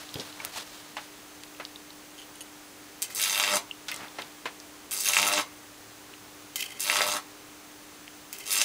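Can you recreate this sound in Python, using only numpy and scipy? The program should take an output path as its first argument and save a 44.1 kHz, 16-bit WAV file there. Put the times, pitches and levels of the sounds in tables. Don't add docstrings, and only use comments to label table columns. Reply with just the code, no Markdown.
import sys
import numpy as np
from scipy import signal
from scipy.fft import rfft, irfft, next_fast_len
from scipy.io import wavfile
from scipy.ndimage import uniform_filter1d

SR = 44100
rng = np.random.default_rng(int(sys.argv[2]) if len(sys.argv) > 2 else 0)


def wrap_up_sound(samples):
    columns = np.atleast_2d(samples).T
    tamed = np.clip(columns, -1, 1)
    steps = np.round(tamed * 32767).astype(np.int16)
    wavfile.write(sys.argv[1], SR, steps)


def convert_level_to_amplitude(level_db):
    exponent = np.asarray(level_db, float) / 20
    return 10 ** exponent


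N = 381198
T = np.arange(N) / SR
HALF_CYCLE_HZ = 100.02

# t/s, current/dB, column length/0-1
ARCS = [
    [(3.14, -70, 0.2), (3.154, -33, 0), (3.244, -29, 0.41), (3.354, -30.5, 0.58), (3.396, -29, 0.75),
     (3.436, -29.5, 0.77), (3.572, -26.5, .95), (3.6, -62, 1)],
    [(4.9, -79, 0), (4.914, -34, 0.2), (5.036, -33, 0.02), (5.068, -27, 0.41), (5.152, -28, 0.52),
     (5.174, -26, 0.73), (5.202, -27.5, 0.88), (5.405, -29.5, 0.91), (5.44, -56, 1)],
    [(6.79, -43, 0.06), (6.814, -34.5, 0), (6.89, -28.5, 0.68), (7.008, -28.5, .9), (7.06, -29, 0.91),
     (7.128, -33, 0.93), (7.168, -30, 1), (7.2, -58, 1)],
    [(8.45, -58.5, 0), (8.462, -39.5, 0.2), (8.526, -27.5, 0.13), (8.596, -28, .5), (8.64, -21.5, .55)],
]
# t/s, ring/dB, fizz/dB, held/s
TOUCH = [
    (3.02, -34, -31.5, .01),
    (3.101, -43, -37.5, .004),
    (6.559, -36.5, -29, 0.12),
    (6.7, -48, -64, 0.15),
    (8.328, -41.5, -40, 0.0092),
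    (8.4, -43.5, -52, 0.04),
]


def unit(x):
    return x / np.sqrt(np.mean(x ** 2))


def band(x, lo_hz, hi_hz, order=2):
    sos = signal.butter(order, [lo_hz, min(hi_hz, .45 * SR)], "band", fs=SR, output="sos")
    return signal.sosfilt(sos, x)


def colour(x, points):
    hz, db = np.transpose(points)
    size = next_fast_len(len(x))
    bin_hz = np.arange(size // 2 + 1) * SR / size
    gain = convert_level_to_amplitude(np.interp(np.log(bin_hz + 1), np.log(hz), db))
    return irfft(rfft(x, size) * gain, size)[:len(x)]


def fade(t60, seconds):
    return np.exp(-np.log(1000) * np.arange(int(seconds * SR)) / SR / t60)


def add(out, s, x):
    i = int(s * SR)
    out[i:i + len(x)] += x[:N - i]


def curves(tables):
    out = np.full((len(tables[0][0]) - 1, N), -120.)
    for table in tables:
        s, *columns = np.transpose(table)
        inside = (T >= s[0]) & (T <= s[-1])
        out[:, inside] = [np.interp(T[inside], s, c) for c in columns]
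    return out


def walk(rate):
    k = int(SR / rate)
    held = np.repeat(rng.standard_normal(N // k + 1), k)
    return uniform_filter1d(uniform_filter1d(held, k), k)[:N]


def room(x, wet_db):
    # f/Hz, t60/s
    tail_bands = [
        (500, 0.26),
        (1500, 0.12),
        (4000, 0.15),
        (11000, 0.096),
    ]
    tail = 0
    for hz, t60 in tail_bands:
        noise = unit(band(rng.standard_normal(SR // 2), hz / 1.58, hz * 1.94))
        tail = tail + noise * np.sqrt(hz) * fade(t60, .5)
    tail = tail * np.minimum(np.arange(SR // 2) / SR / 0.00082, 1)
    return x + convert_level_to_amplitude(wet_db) * signal.fftconvolve(x, tail / np.sqrt(np.sum(tail ** 2)))[:N]


def engine():
    # t/s, level/dB
    idle = [(0, -65), (.3, -67), (2.4, -69), (3.55, -65), (4.4, -74), (5.4, -58.5), (6.5, -61.5),
            (7.6, -66), (8, -74), (8.64, -66)]
    level_db = np.interp(T, *np.transpose(idle)) - 5.5
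    return convert_level_to_amplitude(level_db) * unit(band(rng.standard_normal(N), 101.5, 116.0))


def transformer():
    # f/Hz, level/dB
    hum_lines = [
        (299.6, -1),
        (399.3, -11.5),
        (197, -22.5),
        (590, -22.5),
        (782, -19),
    ]
    hum_db, sag_db, strain_db = -55, -8, 6.5
    sag_s = 0.073
    spans = [(a[0][0], a[-1][0]) for a in ARCS]
    spans += [(s, s + held_s + sag_s) for s, _, _, held_s in TOUCH]
    loaded = np.any([(T > a) & (T < b) for a, b in spans], axis=0)
    load = uniform_filter1d(1. * loaded, int(sag_s * SR))
    hum = 0
    for hz, db in hum_lines:
        shift_db = sag_db if db > -5 else strain_db
        level = convert_level_to_amplitude(db + 1.6 * walk(8.3) + shift_db * load)
        hum = hum + level * np.sin(2 * np.pi * (hz * T + rng.random()))
    return np.sqrt(2) * convert_level_to_amplitude(hum_db) * hum


def scrapes():
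    # middle t/s, half length/s, level/dB, brightness/dB
    drags = [(0, .06, -51.5, 1), (0.215, 0.11, -51.5, 1.5), (.35, 0.97, -58, 6), (0.44, 0.066, -48, -7),
             (0.577, 0.043, -44.5, 8.5), (0.75, 0.072, -64.5, 11), (1.026, .04, -56, 2),
             (3.937, 0.058, -45.5, 3), (4.034, 0.047, -41.5, -12), (4.203, .15, -52.5, 0)]
    edge_db = -11
    dull, bright = 0, 0
    for s, half_s, db, bright_db in drags:
        swell = convert_level_to_amplitude(db + edge_db * ((T - s) / half_s) ** 2)
        dull, bright = dull + swell, bright + convert_level_to_amplitude(bright_db) * swell
    grain = rng.standard_normal(N) * convert_level_to_amplitude(2.4 * walk(200))
    body = convert_level_to_amplitude(-11) * unit(band(grain, 93, 316))
    dull = dull * (body + unit(band(grain, 470, 2300)))
    return dull + bright * unit(band(grain, 2070, 4900, order=1))


def blows(table, click):
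    out = np.zeros(N)
    for s, db, hz, octaves, t60 in table:
        push = rng.standard_normal(SR // 4) * fade(max(t60, .002), .25)
        push[2] += click
        blow = band(push, hz / 2 ** (octaves / 2), hz * 2 ** (octaves / 2))
        add(out, s + 0.00101, convert_level_to_amplitude(db) * blow / np.abs(blow).max())
    return out


def knocks():
    # t/s, peak level/dB, centre f/Hz, width/octaves, t60/s
    knock_list = [(.153, -35, 120, 1.3, 0.13), (.155, -30, 255, 1.7, 0.1), (.19, -32.5, 304, 1.4, 0.15),
                  (.967, -22.5, 1400, 2.54, 0.082), (.979, -28.5, 1400, 1.8, 0.073),
                  (1.598, -27, 950, 2.3, 0.11), (3.883, -20.5, 2400, 2.4, 0.11),
                  (3.914, -24, 2370, 0.78, 0.056), (4.185, -23.5, 820, 3.44, 0.14),
                  (4.455, -19.5, 915, 3.1, 0.11)]
    return blows(knock_list, click=5.8)


def ticks():
    # t/s, peak level/dB, centre f/Hz, width/octaves, t60/s
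    tick_list = [(0.0903, -33, 3780, 0.4, 0.014), (0.1406, -26, 3580, 0.36, 0.019),
                 (0.1554, -27.5, 3200, 0.45, 0.015), (0.197, -21.5, 3750, 0.77, 0.019),
                 (0.2054, -24, 4500, 0.97, 0.015), (0.3264, -32.5, 3520, 0.55, 0.014),
                 (0.4005, -27.5, 2150, 0.53, 0.018), (1.4346, -26.5, 3330, 0.98, 0.014),
                 (1.5479, -39, 2850, 0.45, 0.014), (1.5658, -45, 2650, 0.57, 0.014),
                 (1.6501, -21.5, 4040, 0.41, 0.0055), (1.7584, -29.5, 3780, 0.25, 0.01),
                 (1.9036, -34, 3880, 0.5, 0.011), (3.71, -23.5, 2930, 0.26, 0.013),
                 (4.0063, -34, 2800, 0.45, 0.013), (4.0814, -36, 3770, 0.37, 0.014),
                 (4.2193, -25.5, 2960, 0.94, 0.03), (4.5999, -27.5, 5400, 0.77, 0.014),
                 (6.137, -34.5, 2860, 0.45, 0.02), (8.078, -29, 2660, 1, 0.014)]
    # t/s, peak level/dB, centre f/Hz, width/octaves, t60/s
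    crick_list = [(0.1413, -19, 7500, 2.4, 0.005), (0.4488, -7.5, 7440, 5.1, 0.0064),
                  (0.4554, -19, 7500, 2.9, 0.005), (1.4344, -27, 7500, 1.2, 0.005),
                  (3.8841, -26, 7500, 2.4, 0.005), (3.915, -16.5, 7500, 2.2, 0.0091),
                  (3.9423, -20, 7460, 0.79, 0.0058), (3.9618, -20, 7500, 1.3, 0.005),
                  (4.2188, -27, 7500, 1.7, 0.005)]
    return blows(tick_list, click=6) + blows(crick_list, click=8)


def metal():
    # t/s, peak level/dB, brightness/dB per octave
    jingles = [(2.105, -38, -4), (2.178, -28.5, -4), (2.1864, -30, -8), (2.1974, -32, -4),
               (2.2169, -27, -7.5), (2.3545, -35, 0.5), (2.407, -27, .6), (2.4174, -40, 3.5)]
    # f/Hz, level/dB, t60/s (not used here: all modes die together)
    clip_modes = [(3020, -0.5, 0.05), (4600, -9, 0.16), (6440, -3, 0.18), (8930, -4, 0.024),
                  (10950, -4, 0.088), (13160, -16, 0.036)]
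    # t/s, level/dB, f/Hz, t60/s
    rods = [
        (3.922, -35, 2080, .13),
        (.56, -41, 900, .2),
        (.141, -33, 5000, .03),
        (.4, -41, 900, .08),
    ]
    out, t = np.zeros(N), T[:SR // 4]
    for s, db, tilt_db in jingles:
        ring = 0
        for hz, mode_db, _ in clip_modes:
            level_chance, pitch_chance = rng.standard_normal(2)
            level = convert_level_to_amplitude(mode_db + 2.2 * level_chance + tilt_db * np.log2(hz / 3000))
            ring = ring + level * np.sin(2 * np.pi * hz * (1 + 0.027 * pitch_chance) * t)
        rattle = 1 + 1.3 * unit(uniform_filter1d(rng.standard_normal(len(t)), size=60))
        rise = np.minimum(t / 0.0017, 1)
        add(out, s, convert_level_to_amplitude(db - 12.5) * ring * rattle * fade(0.053, .25) * rise)
    for s, db, hz, t60 in rods:
        add(out, s, convert_level_to_amplitude(db) * np.sin(2 * np.pi * hz * t) * fade(t60, .25))
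    return out


def touch():
    # f/Hz, width/Hz, level/dB
    wire_modes = [
        (2100, 170, 2.5),
        (2600, 280, 2),
        (3120, 290, 5),
        (4620, 360, -6),
    ]
    ring_fall_db_s, fizz_fall_db_s, rise_s = 260, 340, 0.0018
    rung, fizzed = 0, 0
    for s, ring_db, fizz_db, held_s in TOUCH:
        rise = np.clip((T - s) / rise_s + 1, 0, 1)
        since = np.maximum(T - s, 0)
        held = rise * convert_level_to_amplitude(ring_db - ring_fall_db_s * np.maximum(since - held_s, 0))
        rung = rung + held
        fizzed = fizzed + rise * convert_level_to_amplitude(fizz_db - fizz_fall_db_s * since) + convert_level_to_amplitude(-3.5) * held
    chatter = convert_level_to_amplitude(5.4 * walk(200)) * rng.standard_normal(N)
    ring = 0
    for hz, width, db in wire_modes:
        mode = unit(band(chatter, hz - width / 2, hz + width / 2))
        ring = ring + convert_level_to_amplitude(db + 2.1 * walk(40)) * mode
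    fizz = band(chatter, 3300, 9400, order=1)
    return convert_level_to_amplitude(-4.5) * rung * unit(ring) + convert_level_to_amplitude(-3.5) * fizzed * unit(fizz)


def sparks(count, late_s, jitter_s, spread_s, scatter_db, puff, hiss):
    strike_s = .0067
    cycles = int(N / SR * HALF_CYCLE_HZ) - 2
    straggle = rng.exponential(spread_s, (cycles, count)) * (np.arange(count) > 0)
    late = straggle + jitter_s * rng.standard_normal((cycles, 1))
    on_time = strike_s + late_s + np.arange(cycles)[:, None] / HALF_CYCLE_HZ
    place = ((on_time + late) * SR).astype(int)
    size = convert_level_to_amplitude(scatter_db * np.minimum(rng.exponential(1, (cycles, count)), 2))
    size = size / np.sqrt(1 + np.arange(count))
    train = np.bincount(place.ravel(), size.ravel(), N)[:N]
    air = unit(signal.fftconvolve(train, fade(0.006, .01))[:N])
    return unit(train) + (puff * air + hiss) * rng.standard_normal(N)


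def grow(ends_db, grown):
    return ends_db[0] + (ends_db[1] - ends_db[0]) * grown


def column_throb(current_db, length):
    # multiple of the half cycle, level/dB
    harmonics = [(1, -18.5), (2, -9.5), (3, -6), (4, -7.5), (5, -9.5), (6, 4), (7, -2.5), (8, -9), (9, -1),
                 (10, -16), (11, -3), (12, -22), (13, -7), (14, -12)]
    deepen_db = 18
    throb = 0
    for k, db in harmonics:
        level = convert_level_to_amplitude(db + 4.8 * walk(25) + deepen_db * (length - .7) / k)
        throb = throb + level * np.sin(2 * np.pi * (k * HALF_CYCLE_HZ * T + rng.random()))
    throb_db = current_db + grow((-42, -12.5), length)
    return convert_level_to_amplitude(uniform_filter1d(throb_db, SR // 50) + 1.2) * throb


def volleys(current_db, length):
    # f/Hz, level/dB per Hz
    arc_colour = [(60, -42), (200, -12.5), (500, -13), (800, -5.5), (1200, -3), (1600, -7), (2100, -9.5),
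                  (4000, -4), (8500, -8), (15800, -18.5)]
    buzz = sparks(count=3, late_s=.001, jitter_s=.00025, spread_s=.003, scatter_db=3, puff=.5, hiss=.3)
    crack = sparks(count=4, late_s=.0012, jitter_s=.0004, spread_s=.0025, scatter_db=3, puff=.7, hiss=.35)
    sizzle = sparks(count=5, late_s=.0004, jitter_s=.0007, spread_s=.002, scatter_db=8.5, puff=1.8, hiss=.84)
    crack_grown = np.minimum(length / 0.31, 1)
    layers = [(buzz, 120, 1600, grow((-21, -6), length) - 3.5),
              (crack, 1600, 4500, grow((-6.5, -1.5), crack_grown) - 6),
              (sizzle, 4500, 9500, grow((-0.5, -5.5), length) - 3.0),
              (sizzle, 9500, 17000, grow((-2.5, -11), length))]
    out = np.zeros(N)
    for x, lo_hz, hi_hz, db in layers:
        level = convert_level_to_amplitude(current_db + db + 2.3 * walk(35))
        out += level * unit(band(colour(x, arc_colour), lo_hz, hi_hz, order=3))
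    return out


def shocks(length):
    # t/s, peak level/dB, centre f/Hz
    snaps = [(3.177, -21, 5970), (3.237, -8, 3900), (3.296, -6, 3760), (3.327, -8.5, 3700),
             (3.356, -12, 2680), (3.398, -5, 2100), (3.437, -7.5, 2600), (3.536, -14.5, 1100),
             (5.004, -12, 6600), (5.046, -15, 7120), (5.119, -11, 7060), (5.134, -3, 3680),
             (5.167, -3, 2000), (5.176, -6.5, 5000), (5.187, -8, 2230), (5.197, -7.5, 3710),
             (5.228, -8.5, 2400), (5.286, -14, 3000), (5.336, -9, 2640), (5.378, -10.5, 2600),
             (6.898, -5.5, 2100), (6.927, -9.5, 2050), (6.958, -13, 1250), (6.967, -7.5, 2240),
             (6.988, -12, 2130), (7.007, -8, 1130), (7.017, -6, 2020), (7.087, -19.5, 1100),
             (8.528, -7, 6000), (8.577, -6, 6000)]
    # t/s, peak level/dB, centre f/Hz
    spits = [(3.02, -11, 5610), (3.025, -9, 6200), (3.104, -30, 2120), (3.148, -15, 7100),
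             (4.91, -13.5, 4900), (6.557, -11, 4600), (6.606, -12, 4700), (6.64, -23.5, 2120),
             (6.804, -12, 7100), (8.328, -15, 5600), (8.365, -31, 3000), (8.385, -25, 7870),
             (8.397, -34, 3120)]
    out = np.zeros(N)
    for s, db, hz in list(snaps) + list(spits):
        edge_db = grow((-6, -29), length[int(s * SR)]) + 12
        burst = rng.standard_normal(400) * fade(0.0043, .01)[:400]
        burst[:2] += [5, -9]
        body, edge = band(burst, hz / 1.9, hz * 1.89), band(burst, 7200, 19000)
        shock = body / np.abs(body).max() + convert_level_to_amplitude(edge_db) * edge / np.abs(edge).max()
        add(out, s + .0009, convert_level_to_amplitude(db - 3) * shock)
    return out


def doorway(x):
    # f/Hz, width/Hz, level/dB
    resonances = [(1100, 56, 7), (1400, 98, 4), (2150, 270, 8), (2640, 170, 3), (3870, 190, 0),
                  (6270, 270, 5.5), (7300, 450, 4), (8500, 270, 3.5)]
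    ringing = 0
    for hz, width, db in resonances:
        ringing = ringing + (convert_level_to_amplitude(db) - 1) * band(x, hz - width / 2, hz + width / 2, order=1)
    return x + ringing


def arc():
    current_db, length = curves(ARCS)
    length = np.clip(length, 0, 1)
    sparking = doorway(volleys(current_db, length) + shocks(length))
    yard_tail = rng.standard_normal(SR // 2) * fade(0.98, .5)
    yard = signal.fftconvolve(band(sparking, 500, 2400), yard_tail)[:N] / np.sqrt(SR)
    return room(sparking, wet_db=-2.0) + convert_level_to_amplitude(-9) * yard + column_throb(current_db, length)


def scene():
    background = engine() + transformer()
    near = room(ticks() + metal(), wet_db=-16) + scrapes()
    far = room(knocks(), wet_db=-11.0) + touch() + arc()
    return np.tile(background + near + far, (2, 1))


def low_pass(x):
    return signal.sosfilt(signal.butter(12, 16500, fs=SR, output="sos"), x)


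def record(dry):
    # f/Hz, level/dB per Hz
    hiss_colour = [(14, -45), (22, -19.5), (107, -17.5), (300, -13), (1180, -15), (9000, -23),
                   (13000, -27.5), (15000, -27.5)]
    # f/Hz, level/dB
    whine_lines = [
        (7575, -71.5),
        (15150, -66),
    ]
    hiss = convert_level_to_amplitude(-49) * unit(colour(rng.standard_normal(N), hiss_colour))
    hiss = hiss + convert_level_to_amplitude(-64.5) * unit(band(rng.standard_normal(N), 6030, 6600))
    whine = 0
    for hz, db in whine_lines:
        level = np.sqrt(2) * convert_level_to_amplitude(db + 2.5 * walk(90))
        whine = whine + level * np.sin(2 * np.pi * hz * T + 1.7 * walk(400))
    top_edge = signal.ellip(10, .2, 40, 15700, fs=SR, output="sos")
    return low_pass(signal.sosfilt(top_edge, dry + hiss + whine))


dry = scene()
out = record(dry)
wrap_up_sound(out)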